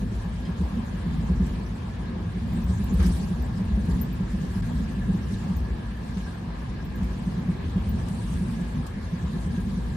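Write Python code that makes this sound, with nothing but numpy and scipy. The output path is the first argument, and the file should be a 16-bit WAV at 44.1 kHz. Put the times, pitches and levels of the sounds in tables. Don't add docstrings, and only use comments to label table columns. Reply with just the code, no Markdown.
import sys
import numpy as np
from scipy import signal
from scipy.fft import rfft, irfft, next_fast_len
from scipy.io import wavfile
from scipy.ndimage import uniform_filter1d, map_coordinates

SR = 44100
rng = np.random.default_rng(int(sys.argv[2]) if len(sys.argv) > 2 else 0)


def generate_wav(sig):
    pcm = np.round(np.clip(np.atleast_2d(sig).T, -1, 1) * 32767).astype(np.int16)
    wavfile.write(sys.argv[1], SR, pcm)


N = 439236

# time in seconds, peak level in dB, pitch at the peak in Hz.
LURCHES = [(0.176, -20.5, 58.6), (0.519, -26, 66), (0.595, -25, 80.5), (0.646, -18, 65.6),
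           (1.201, -25, 69.6), (1.326, -18.5, 67.5), (1.372, -21, 58), (1.427, -17, 65), (1.52, -21, 58.5),
           (2.656, -24, 61.7), (2.702, -21, 73.6), (2.837, -19.5, 64), (2.956, -16, 64.5),
           (3.008, -13, 73.5), (3.076, -17, 61.5), (3.148, -18, 68), (3.414, -21, 69), (3.487, -22.5, 61.5),
           (3.738, -18.5, 62.4), (3.811, -28, 62), (3.929, -19, 66.5), (4.011, -25, 64.5), (4.354, -23, 77),
           (4.508, -22.5, 65.5), (4.759, -27, 71), (5.575, -21.5, 63), (5.625, -21, 62), (5.719, -21.5, 65),
           (7.041, -19.5, 62.7), (7.653, -25, 85), (7.763, -27, 83), (7.892, -23.5, 70.4), (7.943, -23, 73),
           (8.356, -23.5, 71), (9.257, -24.5, 67), (9.495, -23.5, 72.5)]
# time in seconds, peak level in dB, pitch in Hz.
STRONG_BUMPS = [(0.029, -23.5, 188), (0.125, -24, 186), (0.269, -26, 177), (0.494, -22, 175),
                (0.613, -19, 182), (0.736, -23, 191), (0.787, -21, 225), (1.072, -20.5, 173),
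                (1.307, -16.5, 181), (1.41, -15.5, 190), (2.167, -25, 186), (2.269, -25, 173),
                (2.37, -22, 182), (2.538, -24, 186), (2.583, -20.5, 182), (2.707, -21, 184),
                (2.804, -19.5, 201), (2.921, -21, 193), (2.946, -20, 170), (2.998, -19, 185),
                (3.059, -15.5, 179), (3.106, -20.5, 178), (3.205, -22.5, 182), (3.245, -27, 200),
                (3.317, -19.5, 181), (3.618, -23, 189), (3.716, -23, 203), (3.781, -19, 200),
                (3.89, -17.5, 168), (4.21, -20, 180), (4.348, -20, 191), (4.442, -20, 180),
                (4.569, -22, 188), (4.815, -24.5, 195), (4.991, -23.5, 191), (5.1, -15.5, 179),
                (5.148, -20, 187), (5.33, -24, 193), (5.511, -21.5, 181), (6.176, -24, 188),
                (7.024, -21.5, 185), (7.279, -23, 178), (7.389, -19, 177), (7.494, -17.5, 177),
                (7.77, -17, 184), (7.869, -28, 198), (8.319, -31, 190), (8.422, -19.5, 181),
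                (8.973, -23, 196), (9.139, -20.5, 172), (9.242, -20.5, 170), (9.298, -23.5, 197),
                (9.368, -22, 193), (9.471, -27, 180), (9.585, -21, 187), (9.681, -24.5, 202),
                (9.784, -24, 184)]
# pitch in Hz, width in Hz, level in dB relative to each other.
WALL_PANELS = [(292, 81, 0), (363.8, 91, -0.5), (467, 154, -6)]
# time in seconds, lift in dB, rise and fall in seconds.
HARDEST_JOLT = (3.012, 5.7, .02, 0.053)
LURCH_RISE_S, LURCH_FALL_S = 0.012, 0.022
BUMP_RISE_S, BUMP_FALL_S = 0.0091, 0.012


def amp(db):
    return 10 ** (np.asarray(db) / 20)


def unit(x):
    return x / np.sqrt(np.mean(x ** 2) + 1e-20)


def along(points, hz):
    knots, *columns = np.transpose(points)
    return np.squeeze([np.interp(np.log(hz + 1), np.log(knots + 1), column) for column in columns])


def curves(rows):
    times, *columns = np.transpose(rows)
    return [np.interp(np.arange(N) / SR, times, column) for column in columns]


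def wobble(rate):
    points = rng.standard_normal(int(N * rate / SR) + 4)
    return map_coordinates(points, [np.arange(N) * rate / SR])


def swells(rows):
    t = np.arange(0, N / SR, 1 / 1000)
    total = sum(height * np.exp(-.5 * ((t - s) / np.where(t < s, rise, fall)) ** 2)
                for s, height, rise, fall in rows)
    return np.interp(np.arange(N) / SR, t, total)


def filtered(x, response):
    m = next_fast_len(N + SR // 2)
    return irfft(rfft(x, m) * response(np.fft.rfftfreq(m, 1 / SR)), m)[..., :N]


def modes(table):
    def gain(f):
        power = 0
        for centre, width, db in table:
            resonance = (f * width) ** 2 / ((centre * centre - f * f) ** 2 + (f * width) ** 2)
            power = power + (amp(db) * resonance) ** 2
        return np.sqrt(power)
    return gain


def patchy(pair, depth_db, tall, long):
    spectrum = signal.stft(pair, nperseg=512)[2]
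    field = rng.standard_normal(spectrum.shape[1:])
    field = uniform_filter1d(field, size=round(tall), axis=0)
    field = uniform_filter1d(field, size=round(long), axis=1)
    return signal.istft(spectrum * amp(depth_db * unit(field)), nperseg=512)[1][:, :N]


def rush(gain, patchy_db=None, tall=8, long=8):
    # frequency in Hz, left-right likeness from 0 to 1, phase lead of the right ear in radians.
    ear_likeness = [(40, .985, -.1), (215, .985, -.1), (300, .66, -.2), (430, .53, -.2), (600, .3, -1.6),
                    (900, .17, -2.4), (1030, .23, -.4), (1163, .34, -.2), (1290, .09, 0), (1464, .34, 2.1),
                    (1680, .42, .6), (1940, .19, .6), (2260, .05, 0)]
    pair = rng.standard_normal((2, N))
    if patchy_db:
        pair = patchy(pair, patchy_db, tall, long)
    m = next_fast_len(N)
    hz = np.fft.rfftfreq(m, 1 / SR)
    alike, lead = along(ear_likeness, hz)
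    turn = np.arccos(np.clip(alike, -1, 1)) / 2
    mid, side = rfft(pair, m) * gain(hz) * np.array([np.cos(turn), np.sin(turn)])
    left = (mid + side) * np.exp(-.5j * lead)
    right = (mid - side) * np.exp(.5j * lead)
    return unit(irfft(np.array([left, right]), m)[:, :N])


def steadied(x, share):
    swing = np.abs(signal.hilbert(x.mean(0), next_fast_len(N))[:N])
    return unit(x / (swing + 0.19) ** np.clip(share, 0, 1))


def body():
    # time in seconds, roughness in dB.
    roughness = [(0, 0.5), (.35, -3), (1.4, 1.5), (1.9, -4), (3.05, 3), (3.4, -1.5), (3.85, 3), (4.2, 0),
                 (5.15, 2), (5.9, -4.5), (6.6, -4), (7.5, -1), (8.4, 1), (8.9, -3.5), (9.5, 1),
                 (9.96, -0.5)]
    # pitch in Hz, width in Hz, relative level in dB.
    body_modes = [(55.8, 21.7, -2), (83.6, 14.7, -6), (106.3, 9.1, -4)]
    # pitch in Hz, width in Hz, relative level in dB.
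    floor_modes = [(137.2, 57, -6.5), (178.4, 54, -4), (224.2, 21, -6), (243, 15.5, -6)]
    boom_db, drum_db, panel_db = -31.5, -32.5, -46
    boom_follows, panel_follows = 0.57, 0.33
    give_db = -1

    rough_db, = curves(roughness)
    lurch = np.minimum(swells((s, 1, LURCH_RISE_S, LURCH_FALL_S) for s, *_ in LURCHES), 1)
    bump = np.minimum(swells((s, 1, 2 * BUMP_RISE_S, 2 * BUMP_FALL_S) for s, *_ in STRONG_BUMPS), 1)
    boom_level = boom_db + boom_follows * rough_db + give_db * lurch + 1.6 * wobble(17)
    boom = amp(boom_level) * steadied(rush(modes(body_modes)), share=0.41)
    drum_level = drum_db + rough_db + give_db * bump + 2.47 * wobble(14)
    drum = amp(drum_level) * steadied(rush(modes(floor_modes)), share=0.17)
    panel_level = panel_db + panel_follows * rough_db + swells([HARDEST_JOLT]) + 1.6 * wobble(11)
    return boom + drum + amp(panel_level) * rush(modes(WALL_PANELS))


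def thuds():
    sag_hz_per_s = 450
    out, t = np.zeros(N + SR), np.arange(-SR // 10, SR // 8) / SR
    swell = np.exp(-.5 * (t / np.where(t < 0, LURCH_RISE_S, LURCH_FALL_S)) ** 2)
    for s, db, hz in LURCHES:
        cycles = hz * t - sag_hz_per_s * t ** 2 / 2 + rng.random()
        out[round((s + t[0]) * SR):][:len(t)] += amp(db) * swell * np.sin(2 * np.pi * cycles)
    return out[:N]


def bumps():
    small_per_s, scatter_s = 8.6, .02
    clear_s = .07
    small_db, small_spread_db = -30, 1
    small_hz, small_spread_hz = 180.7, 14
    shake_db = -21

    out, shake, t = np.zeros(N + SR), np.zeros(N + SR), np.arange(-SR // 40, SR // 8) / SR
    swell = np.exp(-.5 * (t / np.where(t < 0, BUMP_RISE_S, BUMP_FALL_S)) ** 2)
    beat = np.arange(0, N / SR, 1 / small_per_s)
    scatter, size, pitch = rng.standard_normal((len(beat), 3)).T
    times = np.abs(beat + scatter_s * scatter)
    rows = zip(times, small_db + small_spread_db * size, small_hz + small_spread_hz * pitch)
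    small = [row for row in rows if min(abs(row[0] - strong[0]) for strong in STRONG_BUMPS) > clear_s]
    for s, db, hz in [*STRONG_BUMPS, *small]:
        start = max(round((s + t[0]) * SR), 0)
        out[start:][:len(t)] += amp(db) * swell * np.sin(2 * np.pi * (hz * t + rng.random()))
        shake[start:][:len(t)] += amp(db + shake_db) * swell
    return out[:N] + shake[:N] * rush(modes(WALL_PANELS))


def rolling():
    # time in seconds, level in dB.
    roll_level = [(0, -47), (.5, -45), (1.9, -45.5), (2.6, -45), (3.4, -45.5), (6.6, -46), (8.1, -45),
                  (8.9, -46), (9.3, -46), (9.96, -47)]
    # frequency in Hz, relative level in dB per Hz.
    roll_colour = [(300, -27), (480, -1.5), (600, -1), (760, 0), (1000, 0), (1200, -4.5), (1380, -7),
                   (2080, -9.5), (4260, -16), (7000, -31.5), (9100, -46), (15400, -120)]
    # time in seconds, peak level in dB.
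    ping_times = [(3.04, -47), (5.031, -44), (6.279, -44.5), (6.809, -48), (6.954, -48), (8.02, -50),
                  (8.593, -49), (8.872, -53), (9.35, -50), (9.592, -46)]
    # time in seconds, level in dB.
    singing_level = [(0, -55), (2.1, -58.5), (3.2, -57), (4.9, -54), (7.5, -57), (9.96, -55)]
    # pitch in Hz, width in Hz, relative level in dB.
    rail_modes = [(1633, 97, 0.5), (1718, 150, -1.5)]
    # time in seconds, rms level at the top in dB,
    # rise and fall in seconds (one value), pitch in Hz.
    one_note = (8.195, -47.5, .013, 955)
    ping_hz, ping_spread_hz = 1674, 45

    level_db = curves(roll_level)[0] + swells([HARDEST_JOLT]) + 0.27 * wobble(14)
    broad = amp(level_db) * rush(lambda hz: amp(along(roll_colour, hz)), patchy_db=1.7)
    t = np.arange(N) / SR
    ping = np.sin(2 * np.pi * np.cumsum(ping_hz + ping_spread_hz * wobble(12)) / SR)
    pings = swells((s, amp(db), .011, .012) for s, db in ping_times) * ping
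    singing_db = curves(singing_level)[0] + 1.6 * wobble(25)
    singing = amp(singing_db) * rush(modes(rail_modes), patchy_db=2.0, tall=1, long=12)
    s, db, half, hz = one_note
    hoot = swells([(s, amp(db), half, half)]) * np.sqrt(2) * np.sin(2 * np.pi * hz * t)
    return broad + hoot + singing + pings


def rattle():
    # time in seconds, level in dB.
    rattle_level = [(0, -56.5), (.4, -58.5), (1.5, -57), (2.25, -64.5), (2.6, -55.5), (2.96, -53),
                    (3.04, -45.5), (3.5, -59.5), (3.92, -53.5), (4.25, -59.5), (4.55, -53.5), (5.1, -58.5),
                    (5.35, -53.5), (5.75, -62), (6.13, -58), (6.2, -56), (6.3, -57), (6.4, -62.5),
                    (6.95, -61.5), (7.05, -58.5), (7.75, -59.5), (8.3, -53.5), (8.75, -55.5), (8.95, -62),
                    (9.35, -55), (9.96, -58)]
    # frequency in Hz, relative level in dB per Hz.
    rattle_colour = [(2060, -12), (3500, -5), (5980, -6), (9540, -8), (11600, -15), (14000, -17),
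                     (14700, -26), (15500, -41)]
    level_db = curves(rattle_level)[0] + 0.47 * wobble(10.0) + 1.0 * wobble(21)
    noise = rush(lambda hz: amp(along(rattle_colour, hz)), patchy_db=3.5, tall=14.3, long=4)
    return amp(level_db) * noise


def clacks():
    # time in seconds, rms level in dB before the fade, brightness in dB per octave.
    knocks = [(1.4644, -53, 4), (3.0002, -37.5, -8.5), (3.027, -45, 0), (3.059, -46, 2), (3.0647, -44.5, 7),
              (3.091, -55, -16), (6.17, -46, -7), (6.263, -44, -14), (7.03, -51, -2.5), (8.084, -48, 0),
              (8.8653, -46.5, 1)]
    out, t = np.zeros((2, N + SR)), np.arange(SR // 8) / SR
    hz = np.fft.rfftfreq(len(t), 1 / SR) + 1
    shape = (1 - np.exp(-t / .001)) * (amp(-60 * t / .03) + .7 * amp(-60 * t / .15))
    for s, db, tilt_db in knocks:
        colour = amp(tilt_db * np.log2(hz / 7000)) / (1 + (900 / hz) ** 4) / (1 + (hz / 12000) ** 6)
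        burst = unit(irfft(rfft(rng.standard_normal((2, len(t)))) * colour, len(t)))
        out[:, round(s * SR):][:, :len(t)] += amp(db) * shape * burst
    return out[:, :N]


def clink():
    # time in seconds, level in dB before the onset and fade.
    touches = [(.4515, -45.5), (.465, -49)]
    # pitch in Hz, relative level in dB, time to fade by 60 dB in seconds.
    metal_tones = [(3170, 3, .05), (5010, 1, .04)]
    out, waver = np.zeros(N), 0.9 * wobble(400)
    for s, level_db in touches:
        t = np.clip(np.arange(N) / SR - s, 0, None)
        ring = sum(amp(db - 60 * t / t60) * np.sin(2 * np.pi * hz * t + waver) for hz, db, t60 in metal_tones)
        out += amp(level_db) * (1 - np.exp(-t / .0015)) * ring
    return out


def squeaks():
    # time in seconds, level in dB, pitch it settles on in Hz, left-right difference in dB.
    joint_squeaks = [(2.5327, -52, 14900, 4), (2.639, -48, 14900, 3), (2.84, -47, 14250, 13),
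                     (2.9393, -49, 13900, -3), (3.0635, -53, 14700, -2), (3.4212, -51, 13900, -3.0),
                     (4.015, -31, 13800, 7), (4.1296, -48, 14300, 0), (5.5658, -44, 14600, 7),
                     (6.8504, -51, 14400, 3.5), (6.9572, -51, 14500, 5), (7.042, -56, 14800, 7),
                     (7.892, -40.5, 14900, 9)]
    out, t = np.zeros((2, N + SR)), np.arange(SR // 6) / SR
    for s, db, hz, pan_db in joint_squeaks:
        slide = 2 * np.pi * np.cumsum(hz + 300 * np.exp(-t / 0.0039)) / SR
        window = np.sin(np.pi * np.clip(t / .012, 0, 1)) ** 2
        direct = window * np.sin(slide) * amp([[pan_db / 2], [-pan_db / 2]])
        beats = uniform_filter1d(rng.standard_normal((2, 2, len(t))), size=60)
        ring = unit(beats[0] * np.sin(slide) + beats[1] * np.cos(slide))
        fade = amp(-3 - 60 * t / 0.1) * (1 - np.exp(-t / .008))
        out[:, round((s - .003) * SR):][:, :len(t)] += amp(db) * (direct + fade * ring)
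    return out[:, :N]


def hiss():
    # time in seconds, level in dB.
    hiss_level = [(7.9, -80), (8.1, -56.5), (8.35, -57), (8.62, -66), (8.8, -80)]
    # pitch in Hz, width in Hz, relative level in dB.
    hiss_modes = [(8300, 1200, -6), (9700, 830, -7)]
    return amp(curves(hiss_level)[0]) * rush(modes(hiss_modes), patchy_db=2.5, tall=5, long=5)


def scene():
    # centre in seconds, half length in seconds.
    dropout = (4.617, .0045)
    centre_s, half_s = dropout
    from_centre_s = np.abs(np.arange(N) / SR - centre_s)
    dip = np.clip((from_centre_s - half_s) / 0.00032, .03, 1)
    bass = body() + thuds() + bumps()
    return bass + dip * (rolling() + rattle() + clacks() + clink() + squeaks() + hiss())


def record(dry):
    # frequency in Hz, left-right difference in dB.
    left_right = [(60, 1), (430, -1.5), (650, 0), (1040, 4), (1250, 0.5), (4000, 0.7)]
    low_hz, top_hz = 30, 15500

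    def response(hz):
        lean = amp(np.outer([.5, -.5], along(left_right, hz)))
        return lean / np.sqrt(1 + (low_hz / (hz + 1)) ** 8) * (hz < top_hz)
    return filtered(dry, response)


dry = scene()
out = record(dry)
generate_wav(out)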